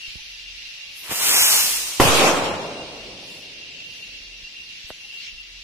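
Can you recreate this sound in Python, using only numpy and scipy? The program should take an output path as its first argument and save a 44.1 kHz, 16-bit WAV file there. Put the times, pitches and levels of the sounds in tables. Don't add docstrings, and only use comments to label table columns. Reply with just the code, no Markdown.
import sys
import numpy as np
from scipy import signal
from scipy.fft import rfft, irfft, next_fast_len
from scipy.io import wavfile
from scipy.ndimage import uniform_filter1d, minimum_filter1d, map_coordinates

SR = 44100
rng = np.random.default_rng(int(sys.argv[2]) if len(sys.argv) > 2 else 0)


def gain_from_db(level_db):
    decades = np.asarray(level_db, float) / 20
    return 10 ** decades


def transcribe(u):
    v = np.clip(np.atleast_2d(u).T, -1, 1)
    q = np.round(v * 32767).astype(np.int16)
    wavfile.write(sys.argv[1], SR, q)


N = 248569

# f/Hz, level/dB per Hz
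CHORUS_COLOUR = [(530, -50), (900, -32), (1200, -30.5), (1730, -15), (2400, -5), (3100, -5), (4400, -6),
                 (5900, -10.5), (6900, -20.5), (7900, -24), (8300, -61), (10900, -100)]
# t/s, half length/s, level/dB
CHORUS_SURGES = [(.1, 0.047, -39), (2.62, 0.37, -44.5), (3.55, 0.071, -48), (3.95, 0.034, -42.5),
                 (4.78, 0.11, -43.5), (5.25, 0.038, -37.5)]
# f/Hz, width/Hz, level/dB
TYMBALS = [(2765, 95, 0), (3045, 60, -6), (2600, 60, -9)]
# t/s, half length/s, level/dB
SINGER_PHRASES = [(.05, 0.035, -37.5), (.49, 0.11, -43.5), (.8, 0.055, -42.5), (2.66, 0.026, -46),
                  (2.81, 0.019, -41), (3.3, 0.043, -43), (3.48, 0.024, -51), (3.82, 0.1, -40.5),
                  (4.03, 0.036, -44), (4.46, 0.014, -40.5), (4.59, .035, -41), (5.02, 0.026, -45),
                  (5.165, 0.036, -36.5), (5.29, 0.042, -41), (5.4, 0.028, -45)]
# f/Hz, level/dB per Hz
RUSTLE_COLOUR = [(4710, -8.5), (8000, 1.5), (8610, -18.5), (9100, -6.5), (10100, 2.5), (13400, -10.5),
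                 (15000, -8.5)]
# t/s, half length/s, level/dB
LEAF_GUSTS = [(.12, .12, -56), (2.65, 0.049, -59.5), (3.35, 0.096, -54.5), (3.95, 0.15, -58.5),
              (4.8, 0.15, -62.5), (5.2, 0.12, -58.5)]
# f/Hz, level/dB per Hz
BREEZE_COLOUR = [(12, -33.5), (20, 9), (48, -5), (70, -1), (188, -10.5), (225, -10.5), (566, -15.5),
                 (1500, -15.5), (1950, -52), (3300, -120)]
# t/s, peak level/dB, left minus right/dB, push/s
FINGER_BUMPS = [(.078, -40.5, -23, 0.0062), (.156, -32.5, -24.5, 0.0025), (.166, -35, -14, 0.0083),
                (4.14, -39, -10, 0.0041), (4.43, -34, -12, 0.0073), (4.843, -36, -16, 0.0049),
                (4.9062, -33.5, 19, 0.002), (5.33, -40, -19.5, 0.011)]
# t/s, level/dB
CASE_TAPS = [
    (4.9044, -20),
    (4.9092, -43.5),
    (4.9123, -34),
]
# f/Hz, width/Hz, level/dB
CASE_MODES = [(590, 260, 4.5), (1350, 650, -8)]
# t/s, peak level/dB, rise/dB per s, fall/dB per s
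SKIN_SCUFF = [(4.9, -46.5, 500, 1198)]
# t/s, length/s, from f/Hz, to f/Hz, level/dB
DOVE_COOS = [(.18, 0.027, 805, 920, -57), (5.03, 0.047, 770, 865, -60.5), (5.12, 0.033, 860, 875, -62)]
# multiple of the wingbeat, level/dB
WING_TONES = [(2, -68), (3, -68), (4, -71)]
# t/s, peak level/dB, rise/dB per s, fall/dB per s
FUSE_FLARES = [
    (.98, -41.5, 315, 67),
    (1.11, -54, 48.5, 600),
]
# f/Hz, level/dB per Hz
SPIT_COLOUR = [(3820, -21.5), (6500, -6.5), (8110, -13), (8570, -12.5), (10300, -0.5), (13500, -11),
               (15500, -9.5)]
# t/s, level/dB
JET_THRUST = [(1.04, -41), (1.085, -39.5), (1.118, -24), (1.19, -22.5), (1.24, -16.5), (1.37, -12.5),
              (1.55, -12.5), (1.7, -19), (1.998, -27)]
# f/Hz, level/dB per Hz
HISS_COLOUR = [(880, -25), (1500, -22), (2260, -5), (2800, 0), (4230, 1), (4610, 1.5), (5670, 4),
               (8540, 2.5), (13400, -1.5), (15500, -2)]
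# f/Hz, level/dB per Hz
ROAR_COLOUR = [(35, -56), (60, -24.5), (307, -13.5), (377, -12), (1120, -5.5), (1470, -6), (2490, -3),
               (3500, -11), (4550, -56), (7700, -120)]
# t/s, peak level/dB, rise/dB per s, fall/dB per s
PIPE_PUFFS = [
    (1.06, -40.5, 345, 98),
    (1.118, -27, 500, 400),
]
# t/s, peak level/dB, push/s
PIPE_KICKS = [(1.095, -33, 0.0019), (1.114, -17.5, 0.0007), (1.123, -19.5, 0.00074)]
# t/s, direct share/0-1, left port late by/microseconds
JET_BEARING = [(.97, .3, 100), (1.2, .7, 100), (1.28, .85, 100), (1.4, .9, 135), (1.5, .7, 120),
               (1.6, .6, 125), (1.7, .3, 110), (1.99, .15, 100)]
# t/s, peak level/dB, left minus right/dB, push/s
BLAST_PUSHES = [(1.9993, 4, 0, .0007), (2.0004, -3, 2, .0003), (2.0014, -9, -6, .0003),
                (2.002, -1, 6, .0005), (2.0023, -1, -6, .0004), (2.0029, 3, 0, .0007),
                (2.0051, 0, 1, .0005), (2.0062, -7, 4, .0003), (2.0074, -7, 4, .0004),
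                (2.0095, -5, -2, .0006)]
# t/s, level/dB, fall/dB per s
FOLIAGE_ECHOES = [
    (2.0, -24.5, 23.5),
    (2.7, -50.5, 28),
]
# t/s, peak level/dB, rise/dB per s, fall/dB per s
LEAF_SHIMMER = [(2.7, -59, 40, 9)]
# t/s, peak level/dB, rise/dB per s, fall/dB per s
SLOPE_ECHOES = [
    (2.003, -16, 2994.5, 145),
    (2.29, -16, 14.5, 53),
    (2.5, -28.5, 25, 23.5),
    (3.5, -55.5, 9, 8.5),
]
# t/s, peak level/dB, rise/dB per s, fall/dB per s
GROUND_THUD = [(2.008, -21, 2000, 120)]
# f/Hz, level/dB per Hz
THUD_COLOUR = [(35, -25), (70, 2), (150, -1), (280, -4), (500, -41)]
# f/Hz, level/dB per Hz
BRIGHT_COLOUR = [(590, -26.5), (1000, -2.5), (1500, -10.5), (2650, -2), (4400, -10), (6000, -8.5),
                 (8100, -10.5), (11500, -14), (14500, -19), (14900, -49)]
# f/Hz, level/dB per Hz
DULL_COLOUR = [(24, -48), (40, -18.5), (193, -8), (325, -4.5), (379, -3), (605, -0.5), (1100, -4.5),
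               (1620, -11.5), (1800, -14), (2500, -16.5), (3250, -44), (5500, -120)]
# f/Hz, level/dB per s
AIR_LOSS = [(100, 10.5), (500, 0.5), (1200, -8), (2500, -5.5), (4000, -1), (8500, -16), (14000, -38)]
# f/Hz, likeness/-1 to 1
PORT_LIKENESS = [(60, 0.33), (180, 1), (550, 0.83), (1650, 0.045), (4970, 0.04), (15000, 0.09)]
# left, right,
# time to peak/s
SLOW_SWINGS = [(.09, .08, .005), (0, -.26, .016), (0, .1, .1)]
# f/Hz, level/dB
ROUNDING_STEP = [(100, -14), (1000, -4), (2000, 1), (3500, 3), (5500, 3), (7500, 2), (10000, 1), (15000, 2)]
# f/Hz, level/dB
TOO_QUIET = [(100, -100), (5000, -84), (6500, -74.5), (8500, -72.5), (10500, -84), (13400, -80),
             (13900, -61.5), (15400, -45)]
STARVED_RANGE = (3100, 5700)


def unit(x):
    return x / np.sqrt(np.mean(x ** 2) + 1e-20)


def along(points, hz):
    f, v = np.transpose(points)
    return np.interp(np.log(hz + 1), np.log(f + 1), v)


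def curves(rows):
    s, *cols = np.transpose(rows)
    return [np.interp(np.arange(N) / SR, s, c, left=-150, right=-150) for c in cols]


def wobble(rate):
    knots = rng.standard_normal(int(N * rate / SR) + 4)
    return map_coordinates(knots, [np.arange(N) * rate / SR])


def filtered(x, response):
    m = next_fast_len(N + 8192)
    return irfft(rfft(x, m) * response(np.fft.rfftfreq(m, 1 / SR)), m)[..., :N]


def modes(rows):
    return lambda f: sum(gain_from_db(db) * 1j * f * w / (c * c - f * f + 1j * f * w) for c, w, db in rows)


def tents(rows):
    t = np.arange(N) / SR
    power = 0
    for s, db, rise, fall in rows:
        power = power + gain_from_db(db - np.where(t < s, rise * (s - t), fall * (t - s))) ** 2
    return np.sqrt(power)


def bells(rows):
    t = np.arange(N) / SR
    return np.sqrt(sum(gain_from_db(2 * db) * np.exp(-((t - s) / half) ** 2) for s, half, db in rows))


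def rush(spectrum, patchy_db, since=None):
    hz, t, z = signal.stft(rng.standard_normal((2, N)), SR, nperseg=512)
    field = uniform_filter1d(rng.standard_normal(z.shape[1:]), size=6, axis=0)
    field = uniform_filter1d(field, size=10, axis=1)
    tilt = 0 if since is None else along(AIR_LOSS, hz)[:, None] * np.clip(t - since, 0, 1.6)
    pair = signal.istft(z * gain_from_db(patchy_db * unit(field) + tilt), nperseg=512)[1][:, :N]

    def gain(f):
        return gain_from_db(along(spectrum, f))

    def spread(f):
        turn = np.arccos(np.clip(along(PORT_LIKENESS, f), -1, 1)) / 2
        return gain(f) * np.array([np.cos(turn), np.sin(turn)])

    mid, side = filtered(pair, spread)
    return np.array([mid + side, mid - side]) / np.sqrt(np.mean(gain(np.arange(SR // 2)) ** 2))


def pushes(rows, rise):
    out = np.zeros((2, N + SR))
    t = np.arange(SR // 10) / SR
    for s, db, pan_db, push in rows:
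        u = t / push
        shape = (1 - u) * np.exp(-u) * (1 - np.exp(-u / rise)) * 2
        start = round(s * SR)
        out[:, start:start + len(t)] += gain_from_db(db + np.array([[.5], [-.5]]) * pan_db) * shape
    return out[:, :N]


def cicadas():
    t = np.arange(N) / SR
    beat = np.cumsum(50 + 6 * wobble(9)) / SR
    clicks = rng.standard_normal((2, N)) * gain_from_db(3.9 * np.sin(2 * np.pi * beat))
    song = unit(filtered(clicks, lambda f: modes(TYMBALS)(f) ** 2))
    singer = np.hypot(bells(SINGER_PHRASES), gain_from_db(-45.5)) * gain_from_db(1.2 * wobble(14)) * song
    chorus_level = np.hypot(bells(CHORUS_SURGES), gain_from_db(-38.5 - .6 * t)) * gain_from_db(.6 * wobble(8))
    return singer + chorus_level * rush(CHORUS_COLOUR, patchy_db=1.0)


def rustle():
    t = np.arange(N) / SR
    level = np.hypot(bells(LEAF_GUSTS), gain_from_db(-58.5 - .6 * t)) * gain_from_db(0.99 * wobble(6))
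    return level * rush(RUSTLE_COLOUR, patchy_db=1.6)


def breeze():
    return gain_from_db(-61.5 + 0.4 * wobble(4.6)) * rush(BREEZE_COLOUR, patchy_db=1.5)


def fingers():
    taps = np.zeros(N)
    for s, db in CASE_TAPS:
        taps[round(s * SR)] = gain_from_db(db + 25)
    ring = filtered(taps, lambda f: modes(CASE_MODES)(f) / (1 + 1j * f / 2500) ** 2)
    brush = tents(SKIN_SCUFF) * rush([(5000, -33), (8000, 0), (12000, -1), (15000, -6)], patchy_db=2.5)
    return pushes(FINGER_BUMPS, rise=0.76) + ring + brush


def dove():
    t = np.arange(N) / SR
    out = np.zeros(N)
    for s, length, from_hz, to_hz, db in DOVE_COOS:
        u = np.clip((t - s) / length, 0, 1)
        cycles = length * (from_hz * u + (to_hz - from_hz) * u * u / 2)
        out += gain_from_db(db) * np.sin(np.pi * u) * np.sin(2 * np.pi * cycles)
    return out


def engine():
    t = np.arange(N) / SR
    first_s, every_s, lead_s = .51, 1.265, .19
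    turns = first_s + every_s * np.arange(5)
    throbs = bells([(s, .085, -49) for s in turns] + [(s - lead_s, .045, -52) for s in turns])
    return throbs * gain_from_db([[-3], [3]]) * np.sin(2 * np.pi * 43 * t + 0.15 * wobble(18))


def fly():
    wing = 2 * np.pi * np.cumsum(286 * (1 + .004 * wobble(3))) / SR
    return sum(bells([(.85, .11, db)]) * np.sin(k * wing) for k, db in WING_TONES)


def fuse():
    return tents(FUSE_FLARES) * rush(SPIT_COLOUR, patchy_db=4.0)


def jet_noise(hiss_db, roar):
    hiss = gain_from_db(hiss_db) * rush(HISS_COLOUR, patchy_db=.8, since=1.72)
    return hiss + roar * rush(ROAR_COLOUR, patchy_db=1.2)


def rocket():
    hiss_db, = curves(JET_THRUST)
    direct, lag = curves(JET_BEARING)
    direct = np.clip(direct, 0, 1)
    since_off = np.arange(N) / SR - JET_THRUST[5][0]
    roar = np.hypot(gain_from_db(hiss_db - 11.5 - 7 * since_off), tents(PIPE_PUFFS))
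    straight = jet_noise(hiss_db, roar)
    late = map_coordinates(straight[0], [np.arange(N) - lag * SR / 1e6])
    lagged = np.array([late, straight[0]])
    straight = filtered(lagged - straight, lambda f: 1 / (1 + (f / 7500) ** 6)) + straight
    sputter = unit(gain_from_db(.5 * wobble(14) + .8 * wobble(400)))
    around = jet_noise(hiss_db, roar)
    kicks = pushes([(s, db, 0, push) for s, db, push in PIPE_KICKS], rise=0.14)
    return (np.sqrt(direct) * straight + np.sqrt(1 - direct) * around) * sputter + kicks


def burst():
    t = np.clip(np.arange(N) / SR - BLAST_PUSHES[0][0], 0, None)
    shock = filtered(pushes(BLAST_PUSHES, rise=0.21), lambda f: 1.1 / (1 + 1j * f / 5500) ** 2)
    leaves = tents([(s, db, 9, fall) for s, db, fall in FOLIAGE_ECHOES])
    grove = bells([(2.106, 0.2, -15.5)])
    filling = (1 - 0.4 * np.exp(-t / 0.081)) * (t > 0)
    trees = np.hypot(leaves, grove) * filling
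    near = trees * gain_from_db(1.1 * wobble(30.24)) * rush(BRIGHT_COLOUR, patchy_db=2.0, since=1.994)
    shimmer_colour = [(7000, -40), (8200, 0), (9300, 0), (10000, -40)]
    near += tents(LEAF_SHIMMER) * (t < 1.55) * rush(shimmer_colour, patchy_db=1.5)
    far = tents(SLOPE_ECHOES) * gain_from_db(0.59 * wobble(25.2)) * rush(DULL_COLOUR, patchy_db=-0.5, since=2.27)
    far += tents(GROUND_THUD) * rush(THUD_COLOUR, patchy_db=2.4)
    return shock + near + far * (1 - np.exp(-(t / .007) ** 2))


def sag():
    t = np.clip(np.arange(N) / SR - BLAST_PUSHES[0][0], 0, None)
    return sum(np.outer([left, right], np.e * t / s * np.exp(-t / s)) for left, right, s in SLOW_SWINGS)


def phone_rounding(x):
    size = 1024
    n, k = np.arange(2 * size), np.arange(size)
    window = np.sin(np.pi * (n + .5) / (2 * size))
    basis = window[:, None] * np.cos(np.pi / size * np.outer(n + .5 + size / 2, k + .5))
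    pair = np.pad([x[0] + x[1], x[0] - x[1]], ((0, 0), (size, 2 * size - N % size)))
    pair = pair.reshape(2, -1, size) / 2
    lines = np.concatenate([pair[:, :-1], pair[:, 1:]], axis=2) @ basis * np.sqrt(2 / size)
    power = np.mean(lines ** 2, axis=0)
    hz = (k + .5) * SR / (2 * size)
    mask = power + .65 * np.abs(uniform_filter1d(power, size=260, axis=1)) * (hz > 2200)
    treble = power[:, (hz > 7000) & (hz < 15000)].mean(axis=1, keepdims=True)
    whim = np.repeat(gain_from_db(5 * rng.standard_normal((len(power), size // 16))), 16, axis=1)
    starved = (hz > STARVED_RANGE[0]) & (hz < STARVED_RANGE[1])
    mask = mask + 1.1 * treble * whim * starved
    mask = (mask + gain_from_db(2 * along(TOO_QUIET, hz))) * gain_from_db(2 * along(ROUNDING_STEP, hz))
    band = np.sqrt(mask.reshape(len(mask), -1, 16).mean(axis=2))
    step = np.repeat(band * gain_from_db(2.4 * rng.standard_normal(band.shape)), 16, axis=1)
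    loud_db = 10 * np.log10(power[:, :size // 8].sum(axis=1) + 1e-12)
    before = minimum_filter1d(loud_db, size=3, origin=1)
    sudden = (loud_db - before > 9) & (loud_db > 0)
    step = step * gain_from_db(-16 * sudden)[:, None]
    kept = np.sign(lines) * np.floor(np.abs(lines) / step + .4) * step * (hz < 15500)
    frames = kept @ basis.T * np.sqrt(2 / size)
    mid, side = (frames[:, :-1, size:] + frames[:, 1:, :size]).reshape(2, -1)[:, :N]
    return np.array([mid + side, mid - side])


def scene():
    ambience = cicadas() + rustle() + breeze() + fingers() + dove() + engine() + fly()
    return ambience + fuse() + rocket() + burst()


def roll_off(x):
    return signal.sosfilt(signal.butter(12, 16630, fs=SR, output="sos"), x)


def record(dry):
    ports = filtered(dry, lambda hz: 1j * hz / (18 + 1j * hz)) + sag()
    clipped = ports / (1 + np.abs(ports / .86) ** 6) ** (1 / 6)
    mix = phone_rounding(clipped)
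    return roll_off(mix)


dry = scene()
out = record(dry)
transcribe(out)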